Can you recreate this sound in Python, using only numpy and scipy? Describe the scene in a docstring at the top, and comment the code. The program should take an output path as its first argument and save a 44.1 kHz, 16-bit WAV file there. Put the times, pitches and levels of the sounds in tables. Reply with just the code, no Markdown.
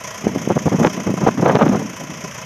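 """A tracked trencher's diesel idles across an open gravel yard, about 29 firings a second.
Each firing knocks the block, ticks an injector and puffs from the stack, over the rush of the fan.
Close up, gusts buffet the one microphone: a low flutter that tears when strong,
with single eddies thumping its port."""
import sys
import numpy as np
from scipy import signal
from scipy.fft import rfft, irfft
from scipy.io import wavfile

SR = 44100
rng = np.random.default_rng(int(sys.argv[2]) if len(sys.argv) > 2 else 0)


def store_pcm(level_fs):
    """Save levels as 16-bit WAV."""
    pcm = np.round(np.clip(level_fs, -1, 1) * 32767).astype(np.int16)
    wavfile.write(sys.argv[1], SR, np.atleast_2d(pcm).T)


N = 108045


def undb(db):
    """Decibels to gain."""
    return 10 ** (np.asarray(db) / 20)


def level(x, db=0):
    """Scale to an rms level."""
    return x * undb(db) / np.sqrt(np.mean(x ** 2))


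def noise():
    """White noise."""
    return rng.standard_normal(N)


def curve(points):
    """Join (t/s, value) points by straight lines."""
    return np.interp(np.arange(N) / SR, *np.array(points).T)


def colour(x, points):
    """Causal filter through (f/Hz, level/dB) points."""
    size = 8192
    hz, db = np.array(points).T
    f = np.maximum(np.fft.rfftfreq(size, 1 / SR), 1)
    gain = undb(np.interp(np.log(f), np.log(hz), db))
    cepstrum = irfft(np.log(gain))
    cepstrum[1:size // 2] *= 2  # fold to minimum phase
    cepstrum[size // 2 + 1:] = 0
    return signal.fftconvolve(x, irfft(np.exp(rfft(cepstrum))))[:N]


def resonate(x, hz, width_hz):
    """One resonance, gain 1 at its centre."""
    return signal.lfilter(*signal.iirpeak(hz, hz / width_hz, fs=SR), x)


def walk(rate_hz):
    """Smooth random wander with a spread of 1."""
    return level(np.interp(np.arange(N) * rate_hz / SR, np.arange(N), noise()))


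def envelope(start, attack, hold, decay):
    """Straight rise, hold, exponential fall; all in seconds."""
    age = np.arange(N) / SR - start
    return np.clip(age / attack, 0, 1) * np.exp(-np.maximum(age - attack - hold, 0) / decay)


# Spectrum of the cooling fan, from across the yard: f/Hz, level/dB
FAN_SPECTRUM = [(30, -27.5), (150, 7.5), (330, -16), (560, -4), (1000, -10), (2800, -9.5), (4400, -30),
                (5200, -15.5), (6200, -11), (8000, -33.5), (12500, -29), (14800, -49)]

def fan():
    """Steady rush of cooling air behind the engine."""
    return level(colour(noise(), FAN_SPECTRUM), db=-37)


# Spectra of the wind's rumble and tearing, right on the microphone: f/Hz, level/dB
RUMBLE_SPECTRUM = [(50, -33), (90, -11), (130, -3.5), (190, 3), (300, -5.5), (500, -14.5), (900, -26),
                   (2000, -77.5)]
TEAR_SPECTRUM = [(30, -27), (150, -15), (400, -3.5), (600, -1), (950, -6), (1500, -14), (2300, -26.5),
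                 (4000, -37), (14000, -97)]
# Rumble of the light breeze between gusts: t/s, level/dB
BREEZE = [(0, -48), (.16, -50), (.25, -28.5), (.95, -28.5), (1.85, -25), (1.97, -38.5), (2.27, -39),
          (2.36, -53)]
# Gusts: t/s, length/s, relative rumble level/dB, relative tear level/dB
GUSTS = [(0.239, 0.057, -24.5, -37), (0.351, 0.029, -21.5, -35.5), (0.495, 0.03, -17.5, -25),
         (.558, 0.018, -16, -26.5), (0.657, 0.027, -14.5, -23), (0.718, .044, -13, -27.5),
         (0.785, 0.043, -12, -28.5), (.829, 0.056, -16, -20.5), (0.975, 0.031, -26.5, -32.5),
         (1.065, .052, -18, -31.5), (1.175, 0.015, -28, -27.5), (1.212, 0.042, -16.5, -26.5),
         (1.263, 0.03, -19.5, -14), (1.373, 0.039, -17.5, -31), (1.421, 0.035, -15.5, -22.5),
         (1.457, 0.047, -19, -13), (1.504, 0.047, -21, -23.5), (1.55, .013, -9, -16),
         (1.566, 0.025, -24, -26), (1.588, .028, -31, -16.5), (1.617, 0.018, -13, -13),
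         (1.631, 0.071, -14.5, -25), (1.692, 0.0282, -17, -30), (1.722, 0.04, -17.5, -22.5),
         (1.764, 0.061, -28, -33.5), (2.008, 0.037, -32, -40), (2.093, 0.034, -30.5, -48),
         (2.238, 0.019, -26, -57)]
GUST_ATTACK_S, GUST_RELEASE_S = 0.0036, 0.0025
RUMBLE_FLUTTER_DB, TEAR_FLUTTER_DB, RUMBLE_TRIM_DB, TEAR_TRIM_DB = 2.16, 3.5, -2, 2
TEAR_OCTAVES_PER_DB, TEAR_REFERENCE_DB = -0.0142, -22  # a louder tear sits slightly lower

def wind():
    """Over a light breeze, each gust on the microphone brings a rolling rumble and a fluttering tear."""
    flutter = walk(rate_hz=139.56)
    rumble = colour(noise() * undb(RUMBLE_FLUTTER_DB * flutter), RUMBLE_SPECTRUM)
    turbulence = noise() * undb(TEAR_FLUTTER_DB * flutter)
    out = level(rumble) * undb(curve(BREEZE))
    for start, length, rumble_db, tear_db in GUSTS:
        shift = 2 ** (TEAR_OCTAVES_PER_DB * (tear_db - TEAR_REFERENCE_DB))
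        tear = colour(turbulence, [(hz * shift, db) for hz, db in TEAR_SPECTRUM])
        hold = max(length - GUST_ATTACK_S, 0)
        shape = envelope(start - GUST_ATTACK_S / 2, GUST_ATTACK_S, hold, GUST_RELEASE_S)
        for air, db in ((rumble, rumble_db + RUMBLE_TRIM_DB), (tear, tear_db + TEAR_TRIM_DB)):
            out += level(air * shape, db) * np.sqrt(length * SR / N)  # rms over the gust's length
    return out


# Single eddies hitting the microphone port: t/s, relative peak level/dB, width/ms
EDDIES = [(0.2696, 1.5, 1.13), (.361, -8, 1.1), (.476, -3, 1.25), (.503, -2.5, 0.78), (0.5084, 0.5, 1.17),
          (0.57, -2.5, 1), (.578, -5, 0.62), (.6659, -5, 1.27), (.673, -7.5, 2.7), (.8, -3, 0.96),
          (.848, -0.5, 0.26), (.8502, 4, 0.63), (0.8718, -1.5, 0.24), (1.0758, -6, 1.72),
          (1.0956, -6.5, 1.2), (1.141, -7, 1.44), (1.274, 5, 0.78), (1.2891, 1, 0.67), (1.4321, -2.5, 1.5),
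          (1.461, -3, 0.31), (1.555, -6.5, 0.16), (1.564, -8, 0.28), (1.627, -5, .21), (1.639, -4, 1.6),
          (1.681, -13.5, .22)]

def eddies():
    """Each eddy is a pointed bump of pressure between two dips of suction; the port rings briefly."""
    t = np.arange(N) / SR
    pressure = np.zeros(N)
    for at, db, width_ms in EDDIES:
        offset = 1000 * (t - at) / width_ms
        pressure += undb(db) * (1 - 3 * offset ** 2) / (1 + offset ** 2) ** 3
    return pressure + undb(-6.5) * resonate(pressure, hz=184, width_hz=79)


SCATTER_S, SCATTER_DB, GRAIN_DB = 0.00067, 1.5, 1.5  # unevenness of the firings; grain of the bursts

def pulses(times, strengths, delay=0):
    """One impulse a firing; every part of the engine answers with its own unevenness."""
    uneven = strengths * undb(SCATTER_DB * rng.standard_normal(len(times)))
    samples = np.maximum((times + delay) * SR, 0).astype(int)
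    return np.bincount(samples, uneven, N)[:N]


def bursts(times, strengths, decay, delay=0, attack=0.006, hold=0):
    """Grainy noise that flares at each firing."""
    shape = envelope(0, attack, hold, decay)
    flares = signal.fftconvolve(pulses(times, strengths, delay), shape)[:N]
    return flares * noise() * undb(GRAIN_DB * walk(rate_hz=900))


# Spectrum of the exhaust stack, from across the yard: f/Hz, level/dB
STACK_SPECTRUM = [(25, -57), (55, -21), (90, -2), (135, 8), (220, 5), (310, -26.5), (600, -27), (1500, -59)]
STACK_DELAY_S = 0.0031

def exhaust(times, strengths):
    """Each firing sends a pressure pulse and a puff of gas up the stack."""
    thump = level(pulses(times, strengths, STACK_DELAY_S))
    puff = level(bursts(times, strengths, decay=0.056, delay=STACK_DELAY_S))
    return level(colour(thump + puff, STACK_SPECTRUM), db=-43.5)


# Spectra of the injectors' sizzle and higher tick: f/Hz, level/dB
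SIZZLE_SPECTRUM = [(3000, -62), (4600, -15), (5200, -6.5), (6280, 0.5), (6900, -5.5), (7700, -23),
                   (10000, -50.5)]
TICK_SPECTRUM = [(4000, -34), (7900, 0), (8900, 6), (10200, -1), (11800, 6), (13200, 1.5), (14400, -31)]
HARD_FIRINGS_S, HARD_DB = [.04, .49, .59, .79, 1.14, 1.28, 1.9], 3

def injectors(times, strengths):
    """The injectors sizzle and tick at each firing, louder on a few hard ones."""
    hard = np.isin(np.arange(len(times)), [np.argmin(abs(times - at)) for at in HARD_FIRINGS_S])
    accented = strengths * undb(HARD_DB * hard)
    sizzle = colour(bursts(times, accented, attack=0.0068, decay=0.019), SIZZLE_SPECTRUM)
    tick = colour(bursts(times, accented, attack=0.0065, hold=0.003, decay=0.013), TICK_SPECTRUM)
    return level(sizzle, db=-40) + level(tick, db=-53.5)


# Spectrum of the block's knock: f/Hz, level/dB
KNOCK_SPECTRUM = [(250, -16.5), (450, -3.5), (620, 2), (800, -10), (1120, -0.5), (1650, -4.5), (2200, -1),
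                  (2800, -19), (3150, -5), (3900, -23), (4250, -38.5)]
# Resonances of the block and panels: f/Hz, width/Hz, level/dB
BLOCK_RINGS = [(629, 33, 2), (1006, 38, 4), (1310, 7.7, -8), (1920, 12, -2.5), (2082, 16, -3.5),
               (2556, 37, -4), (3020, 24.5, -6), (3170, 12, -9)]
KNOCK_DECAY_S, KNOCK_DELAY_S = 0.017, 0.0026

def block(times, strengths):
    """Each firing knocks the block and sets it and the panels ringing."""
    knock = colour(bursts(times, strengths, KNOCK_DECAY_S, KNOCK_DELAY_S), KNOCK_SPECTRUM)
    shake = bursts(times, strengths, KNOCK_DECAY_S, KNOCK_DELAY_S)
    rings = sum(undb(db) * resonate(shake, hz, width) for hz, width, db in BLOCK_RINGS)
    return level(knock, db=-38.5) + level(rings, db=-39)


# Firing rate at idle: t/s, f/Hz
FIRING_RATE = [(0, 29.26), (2.45, 28.84)]
# Rise and fall of the metal clatter at the microphone: t/s, level/dB
CLATTER_LEVEL = [(0, 2.5), (.17, 2.2), (.28, -0.1), (.75, 0.3), (.82, 5.5), (1.05, -0.5), (1.6, -1.5),
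                 (1.92, -0.5), (2.45, 1.6)]

def diesel():
    """Firings, a little uneven in time and strength, drive the block, the injectors and the stack."""
    cycles = np.cumsum(curve(FIRING_RATE)) / SR
    even_times = np.interp(np.arange(int(cycles[-1]) + 1), cycles, np.arange(N) / SR)
    timing, force = rng.standard_normal((len(even_times), 2)).T
    times = even_times + SCATTER_S * timing
    strengths = undb(SCATTER_DB * force)
    clatter = block(times, strengths) + injectors(times, strengths)
    return clatter * undb(curve(CLATTER_LEVEL)) + exhaust(times, strengths)


PORT_LOW_CUT_HZ = 96

def scene():
    """One microphone in the open: wind at its port, the trencher across the yard."""
    low_cut = signal.butter(2, PORT_LOW_CUT_HZ, "high", fs=SR, output="sos")
    buffets = signal.sosfilt(low_cut, wind() + eddies())
    return (diesel() + fan() + buffets)[None]


CEILING, TOP_HZ = 1.05, 15400

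def record(dry):
    """The recorder rounds the strongest buffets and cuts the top."""
    rounded = dry / (1 + (dry / CEILING) ** 6) ** (1 / 6)
    return signal.sosfilt(signal.ellip(8, .2, 80, TOP_HZ, fs=SR, output="sos"), rounded)


dry = scene()
out = record(dry)
store_pcm(out)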